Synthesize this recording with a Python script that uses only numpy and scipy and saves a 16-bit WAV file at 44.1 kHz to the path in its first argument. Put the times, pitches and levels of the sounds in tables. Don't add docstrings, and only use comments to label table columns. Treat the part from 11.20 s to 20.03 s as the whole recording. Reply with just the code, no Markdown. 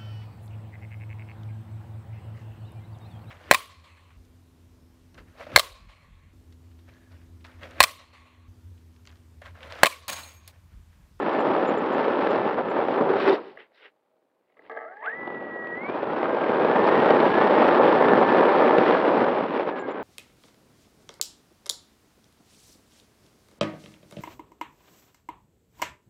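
import sys
import numpy as np
from scipy import signal
from scipy.io import wavfile
from scipy.ndimage import uniform_filter1d

SR = 44100
rng = np.random.default_rng(int(sys.argv[2]) if len(sys.argv) > 2 else 0)


def wav_out(sig):
    wavfile.write(sys.argv[1], SR, np.round(np.clip(np.atleast_2d(sig).T, -1, 1) * 32767).astype(np.int16))


def volts_from_db(level):
    exponent = np.asarray(level, float) / 20
    return 10 ** exponent


N = 389403

# time_s, level_db
WASH_RUNS = [
    [(0, -26.5), (.1, -22), (1.2, -22.5), (1.45, -27.5), (1.8, -21.5), (2.15, -25), (2.22, -44),
     (2.36, -62)],
    [(3.9, -53), (4.0, -37.5), (4.6, -37), (4.75, -29), (5.7, -17), (7.45, -16), (8.05, -19), (8.3, -26),
     (8.83, -36.5)],
]
# freq_hz, density_db
WASH_COLOUR = [(15, -85), (30, -51.5), (102, -26.5), (231, -6), (368, -0.5), (489, 0), (868, -4.5),
               (1510, -15), (2290, -25), (3400, -33), (4840, -46.5), (5700, -54.5), (6400, -65),
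               (8000, -93)]
# freq_hz, level_db
CRACKLE_COLOUR = [(5500, -35.5), (6200, -3.5), (7000, 8.5), (8500, 8.5), (10500, -5), (12500, -16.5),
                  (16000, -35)]
# time_s, change_db, treble_change_db, length_s
GUSTS = [(.62, -1.5, -2.5, .1), (1.277, 1.5, 0, 0.042), (1.36, -4, -4, 0.021), (1.385, 5.5, 3, 0.019),
         (1.6, 3.5, 1, 0.063), (1.665, -6, -2.5, 0.031), (1.723, -0.5, 3, 0.045), (2.027, -4, 6.5, 0.046),
         (2.082, 7, 1.5, .03), (4.695, 0, 4, 0.047), (4.973, 2.5, 4, 0.026), (5.038, 2.5, 2.5, 0.027),
         (5.797, 0, 1.5, 0.032), (5.91, 2, 0.5, .05), (6.118, -3, -2, .1), (6.42, 3, 2.5, 0.047),
         (6.547, 0, 1.5, 0.053), (6.6, 5, -5.5, 0.017), (7.816, -3.5, -2.5, .04), (8.252, -3, 0, 0.052),
         (8.375, 4.5, 8, 0.067), (8.44, -3.5, -4, 0.024), (8.49, 3.5, 9, 0.016), (8.542, 0, -8, 0.015),
         (8.577, 3, 9, 0.025), (8.651, -1.5, -2, 0.027), (8.692, 6, 9.5, 0.019), (8.738, 0, 2, 0.036),
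         (8.8, 6.5, 7, 0.047)]
WASH_TREBLE_DB, WASH_BASS_DB = -21, -23.5
TREBLE_SLOPE, BASS_SLOPE, COASTING_BASS_DB, FIZZ_SLOPE = 0.18, -0.3, -5, 0.61

# start_s, peak_db
BUFFETS = [(0.489, -24), (1.046, -15), (1.12, -17.5), (1.158, -7), (1.564, -12), (1.65, -14), (1.685, -7),
           (1.764, -17), (2.078, -3.5), (4.075, -17), (4.102, -19.5), (4.471, -20), (4.696, -15.5),
           (5.264, -14), (5.335, -8.5), (5.435, -13.5), (5.513, -5.5), (5.905, 0.5), (6.001, -3),
           (6.213, -3), (6.382, -11), (6.576, -5), (6.727, -10.5), (6.884, -1), (6.934, -2), (7.195, -10.5),
           (7.452, -11.5), (7.634, -9), (8.005, -8.5), (8.48, -15)]
TIP_DB, TIP_SLOPE = -26.5, .65

# time_s, order21_hz
TAXI = [
    (0, 1314),
    (1.6, 1314),
    (2.0, 1290),
]
# time_s, order21_hz
SPIN_UP = [(3.5, 70), (3.6, 225), (3.69, 355), (3.76, 405), (3.825, 450), (3.885, 815), (3.925, 935),
           (3.965, 992)]
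# time_s, order21_hz
THROTTLE = [(4.2, 969), (4.55, 957), (4.7, 1190), (5.06, 1590), (5.42, 1610), (5.53, 1745), (5.89, 1925),
            (6.09, 1600), (6.25, 1810), (6.4, 1890), (6.6, 1752), (7.65, 1750), (7.85, 1590), (8.35, 1940),
            (8.5, 1730), (8.65, 1610), (8.83, 1510)]
INERTIA_S, STICK_S = .025, .07

# time_s, level_db
CURRENT_RUNS = [
    [(0, -3), (1.5, -1), (1.7, -8), (2.0, -11)],
    [(3.58, -22), (3.67, -0.5), (3.79, -4), (3.86, 5.5), (3.94, -1), (3.99, -7), (4.62, -1.5), (4.76, -5),
     (5.45, -0.5), (6.2, -0.5), (6.4, -0.5), (7.78, 0), (7.9, -22.5), (8.4, -21.5), (8.55, -6)],
]
WHINE_ORDERS = 21, 28, 36, 42, 84, 126
ORDER_DB = [-49, -52, -56.5, -39.5, -59.5, -71.5]
ORDER_FADE_DB = [-.14, 0, .7, 0.1, .3, .3]
ORDER_PULL_DB = [1.5, -0.5, 2, 1.5, 9.5, 7]
# freq_hz, level_db
MOUNT = [(250, -36), (450, -13), (850, -10.5), (1700, 2.5), (2150, -0.5), (3100, -30), (4300, -25),
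         (6000, -48)]
SWITCHING_HZ = 8750

# freq_hz, width_hz, level_db
AIRFRAME = [(262, 19, -12.5), (416, 95, -9.5), (454, 29, 2), (690, 110, 1), (873, 8.3, 0.5),
            (1134, 49, -5.5), (1300, 17, -1), (1640, 140, -5.5), (2042, 210, -9), (3170, 43, -32.5)]
# peak_s, level_db, rise_s, fall_s
COGGING = [
    (3.372, -67, .005, 0.73),
    (3.5, -31, .004, .13),
    (3.57, -25, 0.019, .19),
    (3.855, -25, 0.046, 0.18),
]
# start_s, peak_db, relative_tick_db
KNOCKS = [(2.373, -32, -26), (2.518, -55.5, -11), (3.099, -72, -11), (3.299, -60, -12.5), (3.369, -47, -21),
          (3.392, -42, -10), (3.421, -50, -8), (3.45, -49, -17), (3.497, -26, -32), (3.518, -32, -39),
          (3.565, -30, -33), (3.578, -40, -37), (3.769, -38.5, -29)]
STEPS_PER_S, CATCH_S = 520, 3.97

# peak_s, level_db, rise_s, fall_s
SCRATCH = [(3.305, -74.5, .08, 0.076), (3.372, -62, .005, .025), (3.46, -57, 0.032, .05),
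           (3.57, -73, .015, .06), (3.77, -65, 0.011, .03), (3.856, -48, 0.064, 0.19)]
# freq_hz, level_db
SCRATCH_COLOUR = [(1200, -39), (2000, 14), (2500, 2.5), (3000, 0), (3800, -11), (4600, -25.5), (5400, -34),
                  (6500, -55), (9000, -93)]

# peak_s, level_db, rise_s, fall_s
BOOM = [(1.768, -23.5, .04, .065), (1.892, -19.5, .08, .3), (2.1, -8.5, .045, 0.076),
        (2.28, -32.5, .08, .04), (2.4, -52, 0.07, .04), (8.55, -39, .03, .1), (8.7, -25.5, .09, .045),
        (8.81, -38, .07, .1)]
BOOM_HZ, BOOM_WIDTH_HZ = 393.3, 40

# peak_s, level_db, rise_s, fall_s, relative_blades_db
SWISHES = [(2.01, -46, 0.039, .1, -3.5), (2.084, -30, 0.031, 0.05, -12.5), (2.132, -34, 0.025, 0.043, -9),
           (2.28, -55.5, 0.14, 0.094, -11.5), (2.405, -48.5, 0.047, 0.062, -24),
           (2.56, -69, 0.035, 0.12, 0.5), (2.655, -49.5, 0.11, 0.047, -19)]
# freq_hz, density_db
STEMS_COLOUR = [(150, -47.5), (400, 2), (700, -6), (1200, -6.5), (1900, 3), (2300, -3.5), (3000, -4),
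                (3600, -14.5), (5000, -47.5), (6500, -64), (10000, -100)]
# freq_hz, level_db
BLADES_COLOUR = [(2800, -42.5), (3600, 3), (4400, -6), (5300, -11.5), (6300, -28), (8500, -33),
                 (12000, -46.5)]

# start_s, peak_db, pitch_hz, length_s
CHIRPS = [(.027, -55, 7280, 0.0079), (.128, -56, 7250, .018), (0.195, -54, 7280, .028),
          (.372, -66, 7150, .01), (0.466, -50, 7170, 0.039), (0.572, -51, 7230, 0.021),
          (0.72, -56, 7130, .035), (1.102, -54.5, 7180, 0.02), (1.495, -54, 7220, .024),
          (6.048, -62, 7300, 0.068), (6.41, -71, 7140, .03), (6.668, -78, 7250, .02),
          (6.993, -58, 7160, 0.022), (7.57, -56, 7160, .022), (8.585, -53, 7230, 0.039),
          (8.702, -57, 7160, 0.027)]
# start_s, peak_db, pitch_hz, length_s
SERVO_HUM = (2.86, -66, 632, .18)

# peak_s, level_db, rise_s, fall_s
FIELD = [
    (2.2, -43, .01, 0.23),
    (2.64, -69.5, 0.13, 0.12),
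    (3.46, -55, 0.15, .8),
]
# freq_hz, density_db
FIELD_COLOUR = [(15, -67.5), (25, -35), (92, -21.5), (156, -14), (270, -4), (535, 0.5), (624, 0), (712, -2),
                (1230, -12), (1410, -14.5), (4840, -31.5), (6290, -64.5), (10600, -120)]
FIELD_DB, HISS_DB = -71.5, -89.5

# freq_hz, width_hz
NOTCHES = [
    (699, 42),
    (6480, 650),
    (7500, 450),
]


def wash():
    gust_db, ticks = eddy_flicker()
    white = volts_from_db(gust_db) * rng.standard_normal(N)
    eddies = evened(coloured(np.r_[white[-4096:], white], WASH_COLOUR)[4096:])
    treble, bass = above(eddies, 2045), eddies - above(eddies, 199)
    middle = eddies - treble - bass
    soft_ticks = uniform_filter1d(uniform_filter1d(np.minimum(ticks, 4), size=30), size=24)
    sharp = evened(treble * volts_from_db(0.1 * gust_db + drift(3) + 0.45 * soft_ticks))
    fizz = above(sharp, 3900)
    crackle = evened(coloured(volts_from_db(1.9 * gust_db) * rng.standard_normal(N), CRACKLE_COLOUR))
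    rumble = evened(bass * volts_from_db(2.5 * drift(8.9)))

    out, t = np.zeros(N), np.arange(N) / SR
    gusts_db, bright_db = sum(np.outer(db, np.exp(-((t - s) / length) ** 2)) for s, *db, length in GUSTS)
    coasting = uniform_filter1d(1. * (shaft_hz() == 0), 4000)
    for rows in WASH_RUNS:
        part, (db,) = played(rows)
        lost_fizz = 1 - volts_from_db(FIZZ_SLOPE * np.clip(db + 23, -14, 0))
        crackle_db = -33.5 + 0.6 * (db + 14)
        top = sharp[part] - lost_fizz * fizz[part] + volts_from_db(crackle_db) * crackle[part]
        treble_db = WASH_TREBLE_DB + TREBLE_SLOPE * np.clip(db + 31, -12, 0) + bright_db[part]
        bass_db = WASH_BASS_DB + BASS_SLOPE * np.clip(db + 22.5, -15, 8)
        bass_db = bass_db + COASTING_BASS_DB * coasting[part]
        body = volts_from_db(gusts_db[part]) * middle[part]
        out[part] = volts_from_db(db) * (body + volts_from_db(treble_db + 1) * top + volts_from_db(bass_db + 6) * rumble[part])
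    return out


def eddy_flicker():
    arrivals = (rng.random(N) < 90 / SR) * rng.exponential(1, N)
    bursts = np.sqrt(signal.lfilter([1], [1, -np.exp(-1 / (0.00093 * SR))], arrivals))
    ticks = evened(bursts - bursts.mean())
    gust_db = drift(42) + 0.52 * np.minimum(ticks, 4) + drift(180) + 2 * drift(300)
    gust_db = gust_db + np.cos(2 * np.pi * np.cumsum(shaft_hz()) / SR)
    return np.minimum(gust_db, 9), ticks


def buffets():
    t, out = np.arange(1500) / SR, np.zeros(N + 1500)
    for (s, db), white in zip(BUFFETS, rng.standard_normal((len(BUFFETS), 1500))):
        puff = coloured(white * np.exp(-t / .004), WASH_COLOUR)
        puff = signal.lfilter(*signal.butter(2, 150, "high", fs=SR), puff)
        tip = above(coloured(white * np.exp(-t / 0.0019), WASH_COLOUR), 2500)
        tip = tip * np.minimum(t / .0005, 1)
        tip_gain = volts_from_db(TIP_DB + TIP_SLOPE * db)
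        out[round(s * SR):][:1500] += volts_from_db(db - 5.5) * (puff / abs(puff).max() + tip_gain * tip / abs(tip).max())
    return out[:N]


def whine():
    out = np.zeros(N)
    flutter = volts_from_db(1.5 * drift(50) + 1.5 * drift(5))
    steady = shaft_hz()
    shaft = steady * (1 + .0015 * drift(30))
    rough = np.clip(drift(40), -3, 1.5)
    mount_hz, mount_db = np.transpose(MOUNT)
    for rows, run in zip(CURRENT_RUNS, (TAXI, THROTTLE)):
        tail = [(run[-1][0], rows[-1][1] - 4)] * (run[-1][0] > rows[-1][0])
        part, (drive_db,) = played(rows + tail)
        turns = shaft[part]
        angle = 2 * np.pi * np.cumsum(turns) / SR
        pull = np.clip(np.gradient(steady)[part] * SR / 70, 0, 1)
        for order, db, fade_db, pull_db in zip(WHINE_ORDERS, ORDER_DB, ORDER_FADE_DB, ORDER_PULL_DB):
            hz = order * turns
            db = db + drive_db + pull_db * pull + np.interp(np.log(hz + 1), np.log(mount_hz), mount_db)
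            db = db - fade_db * np.maximum(turns - 47, 0)
            swell = sum(volts_from_db(d) / (1 + (2 * (hz - mode) / (2 * w)) ** 2) for mode, w, d in AIRFRAME)
            out[part] += np.sqrt(2) * volts_from_db(db) * (1 + swell) * np.sin(order * angle)
        beat = np.sin(2 * np.pi * SWITCHING_HZ * np.arange(len(angle)) / SR - 84 * angle)
        slow = (turns > 44.5) & (turns < 55)
        out[part] += volts_from_db(drive_db - 82) * slow * beat
        out[part] *= signal.windows.tukey(len(angle), .004) * volts_from_db(3 * pull * rough[part])
    return out * flutter


def shaft_hz():
    hz = np.zeros(N)
    for rows in TAXI, SPIN_UP + THROTTLE:
        part, (order21_hz,) = played(rows)
        quick = uniform_filter1d(order21_hz, round(INERTIA_S * SR), mode="nearest")
        slow = uniform_filter1d(order21_hz, round(STICK_S * SR), mode="nearest")
        spinning_up = np.arange(N)[part] < (THROTTLE[0][0] - .1) * SR
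        hz[part] = np.where(spinning_up, quick, slow) / 21
    return hz


def cogging():
    chance, size = rng.random(N), rng.standard_normal(N)
    jerks = swells(COGGING) * np.clip((CATCH_S - np.arange(N) / SR) / .02, 0, 1)
    steps = airframe((chance < STEPS_PER_S / SR) * size + 0.029 * size)
    dull = signal.lfilter(*signal.butter(4, 2500, fs=SR), steps)
    top_mode = signal.lfilter(*signal.iirpeak(AIRFRAME[-1][0], 40, SR), steps)
    out = jerks * volts_from_db(-7.5) * evened(dull + top_mode)
    for (s, peak_db, tick_db), white in zip(KNOCKS, rng.standard_normal((len(KNOCKS), 4000))):
        blow = white * np.exp(-np.arange(4000) / (0.0019 * SR))
        ring, tick = airframe(blow), coloured(blow, SCRATCH_COLOUR)
        knock = ring / abs(ring).max() + volts_from_db(tick_db) * tick / abs(tick).max()
        out[round(s * SR):][:4000] += volts_from_db(peak_db - 1) * knock
    return out


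def airframe(x):
    out = 0
    for k, (hz, width, db) in enumerate(AIRFRAME):
        b, a = signal.iirpeak(hz, hz / (0.82 * width), SR)
        out = out + (-1) ** k * volts_from_db(db) * signal.lfilter(b, a, x)
    return signal.sosfilt(signal.butter(3, [240, 3300], "band", fs=SR, output="sos"), out)


def scratch():
    return swells(SCRATCH) * noise(SCRATCH_COLOUR, 5.8)


def fuselage():
    b, a = signal.iirpeak(BOOM_HZ, BOOM_HZ / BOOM_WIDTH_HZ, SR)
    boom = signal.lfilter(b, a, signal.lfilter(b, a, rng.standard_normal(N)))
    return volts_from_db(-6) * swells(BOOM, 1.3) * evened(boom)


def grass():
    stems, blades = noise(STEMS_COLOUR, 2.2), noise(BLADES_COLOUR, 2.5)
    thin = [(s, db + blades_db, rise, fall) for s, db, rise, fall, blades_db in SWISHES]
    return swells([row[:4] for row in SWISHES], 1.6) * stems + swells(thin, 1.6) * blades


def servos():
    out, wobble = np.zeros(N), drift(80)
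    for s, db, hz, length in CHIRPS + [SERVO_HUM]:
        at = np.arange(round(s * SR), round((s + length) * SR))
        pitch_hz = hz + .008 * hz * wobble[at]
        tone = np.sin(2 * np.pi * np.cumsum(pitch_hz) / SR) * volts_from_db(1.6 * wobble[at + 999])
        out[at] += volts_from_db(db - 5) * tone * signal.windows.tukey(len(at), .6)
    return out


def field():
    return np.hypot(volts_from_db(FIELD_DB), swells(FIELD)) * noise(FIELD_COLOUR, 1.8)


def evened(x):
    return x / np.sqrt(np.mean(x ** 2) + 1e-20)


def played(rows):
    s, *columns = np.transpose(rows)
    at = np.arange(round(s[0] * SR), min(round(s[-1] * SR), N))
    return slice(at[0], at[-1] + 1), [np.interp(at / SR, s, c) for c in columns]


def coloured(x, points):
    f, db = np.transpose(points)
    hz = abs(np.fft.fftfreq(8192, 1 / SR))
    gain_db = np.maximum(np.interp(np.log(hz + 1), np.log(f + 1), db), -110)
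    log_gain = np.log(volts_from_db(gain_db))
    taps = np.fft.ifft(np.exp(np.conj(signal.hilbert(log_gain)))).real[:4096]
    return signal.oaconvolve(x, taps)[:len(x)]


def above(x, hz):
    return signal.sosfiltfilt(signal.butter(2, hz, "high", fs=SR, output="sos"), x)


def drift(hz):
    return evened(signal.lfilter(*signal.butter(2, hz, fs=SR), rng.standard_normal(N)))


def noise(colour, grain_db):
    return evened(coloured(volts_from_db(grain_db * drift(150)) * rng.standard_normal(N), colour))


def swells(rows, bend=1):
    t = np.arange(0, N + 20, 20) / SR
    power = 0
    for s, db, rise, fall in rows:
        away = np.maximum((s - t) / rise, (t - s) / fall)
        power = power + volts_from_db(2 * (db - 20 * away ** bend))
    return np.interp(np.arange(N) / SR, t, np.sqrt(power))


def scene():
    air = wash() + buffets()
    motor = whine() + cogging() + scratch()
    ground = fuselage() + grass()
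    return (air + motor + ground + servos() + field())[None]


def band_limit(x):
    return signal.sosfilt(signal.butter(12, 15750, fs=SR, output="sos"), x)


def record(dry):
    mix = dry / (1 + abs(dry / .8) ** 4) ** .25
    for hz, width in NOTCHES:
        mix = signal.lfilter(*signal.iirnotch(hz, hz / width, SR), mix)
    mix = mix + volts_from_db(HISS_DB) * rng.standard_normal(mix.shape)
    return band_limit(mix)


dry = scene()
out = record(dry)
wav_out(out)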